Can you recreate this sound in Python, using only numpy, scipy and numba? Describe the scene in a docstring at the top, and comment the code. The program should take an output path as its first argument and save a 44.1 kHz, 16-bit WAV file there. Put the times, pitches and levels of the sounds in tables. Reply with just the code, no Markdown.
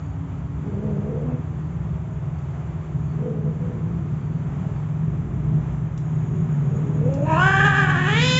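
"""Two closed-mouth cat growls, the first ending in a huff, then a rising yowl and screech in a tiled room.
Outside, a motorcycle pulls away through two gears over traffic and fan rumble; a faint shrill rattle
follows most ticks, perhaps a collar chain. The cat is fold pulses and breath noise through moving
resonances; the motorcycle is wavering orders of its firing rate plus road noise. Filtered noise makes
ticks, huff, air, rumble and rattle; sines make the fan hum and faint tones, most probably of the engine."""
import sys
import numpy as np
from scipy import signal
from scipy.fft import rfft, irfft, next_fast_len
from scipy.io import wavfile
from scipy.ndimage import uniform_filter1d
from numba import njit

SR = 44100
rng = np.random.default_rng(int(sys.argv[2]) if len(sys.argv) > 2 else 0)


def transcribe(signal):
    """Save signal, clipped to [-1, 1], as a 16-bit WAV file at the path in sys.argv[1]."""
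    frames = np.atleast_2d(signal).T
    limited = np.clip(frames, -1, 1)
    pcm = np.round(limited * 32767).astype(np.int16)
    wavfile.write(sys.argv[1], SR, pcm)


N = 369999


def from_db(db):
    """Decibels to gain."""
    return 10 ** (np.asarray(db) / 20)


def rms_one(x):
    """Scales to unit rms."""
    return x / np.sqrt(np.mean(x ** 2) + 1e-20)


def in_time(rows, at):
    """Table columns interpolated at the given sample numbers."""
    time_s, *columns = np.transpose(rows)
    return [np.interp(at / SR, time_s, column) for column in columns]


def drift(rate_hz, size=N):
    """Slow random wander of unit rms: noise through a double pole, computed at a tenth of the rate."""
    r = np.exp(-20 * np.pi * rate_hz / SR)
    noise = rng.standard_normal(size // 10 + 8002)
    slow = signal.lfilter([1], [1, -2 * r, r * r], noise)[8000:]     # skip the filter's start-up
    return np.interp(np.arange(size) / 10, np.arange(len(slow)), rms_one(slow))


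def coloured(x, spectrum):
    """Filters x by a (frequency [Hz], level [dB]) table, silent outside it; unit rms."""
    size = next_fast_len(len(x))
    hz = np.arange(size // 2 + 1) * SR / size + 1
    knots_hz, level_db = np.transpose(spectrum)
    gain = from_db(np.interp(np.log(hz), np.log(knots_hz), level_db, left=-120, right=-120))
    return rms_one(irfft(rfft(x, size) * gain, size)[:len(x)])


@njit
def resonate(x, hz, width, sr):
    """Two-pole resonance whose centre and width move sample by sample."""
    out, last, before = np.zeros(len(x)), 0., 0.
    for i in range(len(x)):
        r = np.exp(-np.pi * width[i] / sr)
        c = 2 * r * np.cos(2 * np.pi * hz[i] / sr)
        out[i] = (1 - c + r * r) * x[i] + c * last - r * r * before
        last, before = out[i], last
    return out


def edge(x, hz, kind, order=4):
    """Butterworth high-pass, low-pass or band-pass."""
    return signal.sosfilt(signal.butter(order, hz, kind, fs=SR, output="sos"), x)


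def band_around(x, hz, width_hz):
    """Band-pass given by centre and width."""
    return edge(x, [hz - width_hz / 2, hz + width_hz / 2], "band", order=2)


def evened(x, size=2600):
    """Holds the running rms at one over a window of size samples."""
    return x / np.sqrt(uniform_filter1d(x ** 2, size=size) + 1e-12)


def swell(start_s, end_s, edge_s):
    """Ramps from 0 to 1 after the start and back to 0 by the end."""
    s = np.arange(N) / SR
    return np.clip(np.minimum(s - start_s, end_s - s) / edge_s, 0, 1)


def call(rows):
    """Fold pulses with jitter, flutter and breath noise pass chest, mouth and upper resonances."""
    # mouth opening: (mouth resonance [Hz], its width [Hz], upper resonance [Hz], its width [Hz],
    # flutter depth [0-1], then fundamental, upper, third and top band [dB re call level])
    opening = [(373, 380, 1200, 340, .6, 9.5, -28.5, -62, -53.5),
               (468, 85, 1100, 340, 1, 0, -50, -61.5, -52.5),
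               (500, 95, 2440, 340, 0.96, -2.5, -36, -56, -42),
               (600, 120, 2440, 340, 0.54, -4, -27.5, -54, -32),
               (950, 140, 2340, 290, 0.33, -12, -16.5, -39, -32),
               (1220, 230, 2620, 210, 0.3, -16, -15, -34, -31),
               (1560, 420, 3060, 280, 0.3, -18, -21, -36, -28.5),
               (1780, 560, 2920, 400, 0.4, -9, -14, -32, -24),
               (2069, 160, 3170, 340, 0.2, -9.5, -10, -28, -25),
               (2423, 980, 3400, 880, 0.27, -5, 0.5, -8, -9)]
    # side cavities of the head absorb: (centre [Hz], width [Hz], share [0-1], share at full gape [0-1])
    hollows = [(2060, 390, 1, 0.31), (4630, 350, 0.98, 0.85), (5940, 120, 0.5, 0.1)]
    at = np.arange(round(rows[0][0] * SR), min(round(rows[-1][0] * SR), N))
    size = len(at)
    pitch_hz, call_db, mouth_hz, hoarse = in_time(rows, at)
    call_db = call_db + 1.5 * hoarse * drift(12, size)     # uneven push of the lungs

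    knots_hz, *columns = np.transpose(opening)
    mouth_width_hz, upper_hz, upper_width_hz, flutter, *bands_db = [
        np.interp(mouth_hz, knots_hz, column) for column in columns]
    flutter = flutter * np.clip(hoarse / 0.7, 0, 1)     # a clear voice flutters less
    fundamental_db, upper_db, third_db, top_db = call_db + np.array(bands_db)

    # the false folds beat against the voice, around 68 Hz
    beat_hz = 68.24 * (1 + 0.1063 * drift(5, size))
    beat = np.cos(2 * np.pi * np.cumsum(beat_hz) / SR)
    rough = 0.09 + 0.3 * hoarse     # a breathier voice is less steady
    jitter = rough * (0.0315 * drift(19.9, size) + 0.0514 * drift(70, size))
    phase = 2 * np.pi * np.cumsum(pitch_hz * (1 + jitter + 0.045 * flutter * beat)) / SR
    # phase lag by the square of the order [rad] blunts each pulse
    pulses = sum(np.cos(k * phase - 0.35 * k ** 2) * (k * pitch_hz < 9000) for k in range(2, 30))
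    shimmer = (1 + np.clip(flutter, 0, 1) * beat) * from_db(2.8 * rough * drift(37, size))
    voiced = shimmer * pulses
    breath = rng.standard_normal(size) * (1 + 0.5 * np.cos(phase))     # air rushes while the folds are open

    mouth_breath = (2.4 + 1.8 * flutter ** 2) * hoarse
    mouth = resonate(voiced + mouth_breath * breath, mouth_hz, mouth_width_hz, SR)
    for _ in range(2):     # the lips cut steeply above the mouth resonance
        mouth = resonate(mouth, mouth_hz, 3.33 * mouth_hz, SR)

    rasp = voiced + (1 + 13 * hoarse ** 2) * breath     # some breath always leaks
    upper = resonate(rasp, upper_hz, upper_width_hz, SR)
    upper = resonate(upper, 1.107 * upper_hz, upper_width_hz, SR)     # neighbour widens the rasp
    upper = edge(upper, 2600, "high")
    nose = band_around(rasp, 6840, 1400)

    # the third resonance rides above the upper one, strays in pitch and flickers
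    third_hz = np.minimum(1.78 * upper_hz, 5200) * (1 + 0.025 * drift(4, size))
    third_width_hz = np.full(size, 650.)
    third = resonate(resonate(rasp, third_hz, third_width_hz, SR), third_hz, third_width_hz, SR)
    flicker_db = 4 * hoarse * drift(9, size)

    # the teeth ring once the mouth resonance has risen from 620 to 900 Hz
    bared = np.interp(mouth_hz, (620, 900), (0, 1))
    teeth = from_db(call_db - 15.5) * bared * evened(band_around(rasp, 1760, 290))
    # breath alone rings just above the mouth resonance
    hiss = edge(resonate(breath, 1.03 * mouth_hz, np.full(size, 70.), SR), 610, "high")
    hiss_share = hoarse * np.clip(mouth_hz / 1000 - 0.6, 0, 1)

    voice = from_db(fundamental_db) * np.sqrt(2) * np.cos(phase) * shimmer ** 0.39
    voice += from_db(call_db) * evened(edge(mouth, 250, "high"))
    voice += from_db(call_db - 1) * hiss_share * evened(hiss)
    voice += from_db(upper_db) * evened(upper)
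    voice += teeth
    voice += from_db(top_db) * evened(nose)
    voice += from_db(third_db + flicker_db) * evened(edge(third, 3700, "high"))

    for hz, width_hz, *shares in hollows:
        share = np.interp(mouth_hz, (2100, 2400), np.clip(shares, 0, 1))
        voice = voice - share * signal.lfilter(*signal.iirpeak(hz, hz / width_hz, SR), voice)

    # a call that ends before the scene does fades out
    fade_out = (rows[-1][0] * SR - at) / 1200 if at[-1] < N - 2 else 1
    out = np.zeros(N)
    out[at] = voice * np.clip(np.minimum((at - at[0]) / 900, fade_out), 0, 1)
    return out


def yowl():
    """One call: growl, rise, hold and screech as the mouth resonance climbs."""
    # (time [s], pitch [Hz], level [dB], mouth resonance [Hz], breath share [0-1])
    yowl_curve = [(6.6, 197.3, -50, 437, 0.65), (6.76, 200.6, -38, 458, 1), (6.98, 212, -41.5, 435, 0.8),
                  (7.02, 224.8, -35, 473, 0.44), (7.065, 249.8, -29, 505, 0.45),
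                  (7.11, 273, -31.5, 540, 0.38), (7.16, 277.2, -30.5, 560, 0.5),
                  (7.2, 282.8, -32.5, 566, 0.6), (7.24, 298, -28, 600, 0.5),
                  (7.265, 308.5, -32.5, 910, 0.8), (7.3, 313.2, -24, 937, 0.69),
                  (7.33, 314.3, -21, 960, 0.8), (7.36, 326.8, -20.5, 1050, 0.8),
                  (7.39, 345.4, -19.5, 1200, 0.7), (7.42, 368.1, -17, 1410, 0.46),
                  (7.45, 384, -17, 1554, .3), (7.54, 393, -20.5, 1660, 0.49), (7.565, 383, -19, 1600, 0.48),
                  (7.61, 399.3, -18.5, 1648, 0.68), (7.627, 382.8, -22.5, 1620, 0.7),
                  (7.66, 412.6, -16, 1680, 0.5), (7.7, 389.5, -23, 1640, 0.62),
                  (7.765, 382.2, -19, 1610, 0.8), (7.79, 396.5, -18.5, 1650, 0.48),
                  (7.87, 368, -27.5, 1639, 0.75), (7.91, 381.7, -22, 1654, 0.74),
                  (7.94, 356, -28, 1660, 0.87), (7.99, 365.6, -23.5, 1720, 0.82),
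                  (8.03, 353.4, -28, 1802, 0.99), (8.09, 408.5, -20.5, 1840, 0.47),
                  (8.18, 459.3, -23.5, 2196, 0.4), (8.22, 491, -25.5, 2330, 0.35),
                  (8.25, 509.5, -26.5, 2410, 0.14), (8.3, 507.6, -26, 2400, 0.38),
                  (8.32, 506, -25.5, 2437, 0.17), (8.39, 510.5, -25.5, 2420, 0.2)]
    return call(yowl_curve)


def growls():
    """Calls with the lips shut, at a constant high breath share."""
    # one curve per growl: (time [s], pitch [Hz], level [dB], mouth resonance [Hz])
    growl_curves = [
        [(0.62, 204.4, -50.5, 470), (0.67, 208.8, -41.5, 457), (0.76, 198.2, -39.5, 403),
         (0.86, 214.7, -37.5, 427), (0.97, 195.2, -38, 415), (1.04, 207.2, -34, 429.2), (1.1, 221.2, -34, 477),
         (1.235, 227.5, -35.5, 484), (1.265, 255.7, -39.5, 370), (1.34, 246.3, -43, 375), (1.39, 242, -56, 418)],
        [(3.17, 198.5, -47.5, 440), (3.2, 204, -36.5, 450), (3.26, 228, -35, 458), (3.31, 221.8, -35, 450),
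         (3.37, 215.4, -38, 460), (3.415, 208, -51, 455), (3.45, 213, -36, 459), (3.5, 221.4, -39, 463),
         (3.53, 236.2, -49, 473), (3.66, 240.4, -44, 479), (3.72, 243, -47, 490), (3.78, 236, -44, 480),
         (3.83, 241, -47, 485), (3.87, 247.4, -46.5, 490), (3.93, 246, -58, 500)],
    ]
    breath_share = 0.88
    return sum(call([(*row, breath_share) for row in rows]) for rows in growl_curves)


def puff():
    """Air let out through the nose at the end of the first growl: coloured noise."""
    # huff spectrum: (frequency [Hz], level [dB per Hz])
    puff_colour = [(400, -5), (600, 1), (1000, -4.5), (1400, -8), (1700, -22), (2200, -26), (2550, -15),
                   (2900, -29)]
    return from_db(-45) * swell(1.235, 1.385, 0.06) * coloured(rng.standard_normal(N), puff_colour)


def ticks():
    """Small dry ticks: a snap and milliseconds of dying noise, in a bright band and a duller body."""
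    # (time [s], bright level [dB], body level [dB]), levels ahead of the band filters
    tick_rows = [(0.667, -59, -60), (2.388, -48, -56.5), (3.0, -53, -60), (5.977, -35, -41),
                 (7.139, -31.5, -47)]
    tail_db, tail_decay_s, size = -4, 0.006, 1500
    bright, body = np.zeros((2, N))
    for time_s, bright_db, body_db in tick_rows:
        at = round(time_s * SR)
        decay = np.exp(-np.arange(size) / SR / tail_decay_s)
        tick = from_db(tail_db) * rng.standard_normal(size) * decay
        tick[0] += 3     # the snap
        bright[at:at + size] += from_db(bright_db) * tick
        body[at:at + size] += from_db(body_db) * tick
    return edge(bright, 5400, "high") + edge(body, (1500, 3600), "band", order=2)


def room(x):
    """Ten feedback delays between tiled surfaces, duller on every round."""
    t60_s, wall_cut_hz = 0.45, 6600     # decay time before wall dulling
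    size = next_fast_len(N + SR)
    hz = np.arange(size // 2 + 1) * SR / size
    dull = 1 / (1 + 1j * hz / wall_cut_hz)
    response = 0
    for k, lag_s in enumerate(rng.uniform(0.011, 0.04, 10)):
        loop = from_db(-60 * lag_s / t60_s) * dull * np.exp(-2j * np.pi * hz * lag_s)
        response = response + (-1) ** k * loop / (1 - loop)
    return irfft(rfft(x, size) * response, size)[:N]


def motorcycle():
    """Orders of the firing rate, each wavering by itself as street echoes shift, in the exhaust's colour."""
    # two pulls with a gear change between: (time [s], firing rate [1/s])
    firing = [(0, 16.8), (.4, 16.9), (1.4, 19.2), (2.1, 18.9), (2.6, 19.4), (3.2, 19.6), (4.1, 18.6),
              (4.6, 20.2), (5.1, 22.8), (5.6, 26.8), (5.75, 26), (6.0, 17), (6.5, 18), (7, 19), (7.5, 20.2),
              (8, 21.3), (8.39, 22.3)]
    # exhaust loudness: (time [s], level [dB])
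    engine = [(0.0, -29), (0.09, -32), (1.07, -26), (2.73, -28), (2.87, -30.5), (2.97, -24), (4.88, -25),
              (5.09, -21.5), (5.28, -25), (5.56, -19), (5.8, -26.5), (5.82, -22.5), (5.89, -26.5),
              (6.26, -20.5), (8.04, -19.5), (8.39, -18.5)]
    # exhaust spectrum: (frequency [Hz], level [dB])
    exhaust = [(26, -40.5), (45, -17), (70, -29), (108, -8), (141, -1), (155, 1.5), (171, -5), (201, -18),
               (226, -17), (293, -24.5), (314, -22.5), (343, -26.5), (371, -25.5), (452, -32), (480, -43.5),
               (620, -74.5), (1060, -120)]
    now = np.arange(N)
    firing_hz = in_time(firing, now)[0] * (1 + 0.0044 * drift(3.28))
    turns = np.cumsum(firing_hz) / SR
    orders = np.zeros(N)
    for k in range(2, 26):
        wander_rad = (0.3 + (k / 10.98) ** 3) * drift(2.7)
        tone = np.cos(2 * np.pi * (k * turns + rng.random()) + wander_rad)
        orders += from_db(3.04 * drift(2.12)) * tone
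    road = rms_one(edge(rng.standard_normal(N), [40, 500], "band", order=2))
    load = from_db(in_time(engine, now)[0])
    return load * evened(coloured(rms_one(orders) + 0.5 * road, exhaust), size=14000)


def engine_tones():
    """Faint tones of fixed centre pitch, most of them probably higher orders of the motorcycle's engine."""
    # (start [s], end [s], frequency [Hz], level [dB])
    tone_rows = [(0, 0.77, 274, -40.5), (0.6, 3.1, 350, -51.5), (1.9, 2.4, 636, -48.5),
                 (-0.5, 4.9, 4500, -79), (7.5, 8.6, 257.5, -34)]
    s = np.arange(N) / SR
    out = np.zeros(N)
    for start_s, end_s, hz, level_db in tone_rows:
        tone = from_db(3 * drift(7)) * np.sin(2 * np.pi * hz * s + 1.5 * drift(6))
        out += swell(start_s, end_s, 0.082) * from_db(level_db) * tone
    return out


def low_rumble():
    """Band of low noise around 58-108 Hz."""
    # (time [s], level [dB])
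    rumble_level = [(0, -29.5), (4.2, -35), (7.1, -35), (7.6, -33), (8.39, -37.5)]
    noise = edge(rng.standard_normal(N), [58, 108], "band", order=3)
    return from_db(in_time(rumble_level, np.arange(N))[0]) * rms_one(noise)


def fan_hum():
    """A fan's sine hum, drifting in level and phase, with louder swells."""
    # (start [s], end [s], rise [dB])
    hum_swells = [(.35, 1.094, 11), (4.25, 4.6, 11), (4.8, 6.198, 22.5)]
    fan_hz, base_db, edge_s = 60.7, -57, 0.31
    level_db = base_db + 2 * drift(3.3)
    for start_s, end_s, rise_db in hum_swells:
        level_db = level_db + rise_db * swell(start_s, end_s, edge_s)
    phase = 2 * np.pi * fan_hz * np.arange(N) / SR + 0.49 * drift(2.2)
    return from_db(level_db) * np.sqrt(2) * np.sin(phase)


def air_noise():
    """Room air and far traffic: coloured noise that rises slowly."""
    # (frequency [Hz], level [dB per Hz])
    air_colour = [(240, -27.5), (400, -0.5), (447, -6), (486, -8), (543, -7), (644, -6), (843, -8),
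                  (930, -8), (1310, -11), (1430, -14.5), (2330, -21.5), (2730, -25.5), (3400, -28.5),
                  (4290, -40.5), (5600, -39.5), (6000, -34), (7440, -32), (9670, -59.5), (16400, -120)]
    rise_db_per_s = 0.4143
    level_db = -46 + rise_db_per_s * np.arange(N) / SR + 0.77 * drift(2.5)
    return from_db(level_db) * coloured(rng.standard_normal(N), air_colour)


def shrill_rattle():
    """A narrow high noise band, flickering irregularly: a faint bed plus bursts, most following a tick."""
    # (start [s], length [s], level [dB])
    burst_rows = [(-.1, 0.28, -70), (2.097, 0.074, -65), (2.386, 0.073, -74), (2.99, 0.11, -66),
                  (5.964, 0.36, -62), (6.29, 1, -65.5), (7.16, 0.31, -62)]
    bed_db, edge_s = -81.5, 0.056
    shrill = rms_one(edge(rng.standard_normal(N), [6600, 6950], "band", order=2))
    flicker = from_db(4 * drift(15) - 2)
    gain = from_db(bed_db)
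    for start_s, length_s, level_db in burst_rows:
        gain = gain + from_db(level_db) * swell(start_s, start_s + length_s, edge_s)
    return gain * flicker * shrill


def scene():
    """Cat and ticks sound in the room; the rest arrives without added reverberation."""
    near = growls() + yowl() + puff() + ticks()
    reverb = from_db(-13.5) * room(near)
    background = low_rumble() + fan_hum() + air_noise() + shrill_rattle()
    return (near + reverb + motorcycle() + engine_tones() + background)[None]


def record(dry):
    """The microphone loses the deepest bass; the chain cuts the top steeply."""
    cutoff_hz = 7575
    steep = signal.ellip(14, 0.5, 75, cutoff_hz, fs=SR, output="sos")
    return signal.sosfilt(steep, edge(dry, 50, "high", order=2))


dry = scene()
out = record(dry)
transcribe(out)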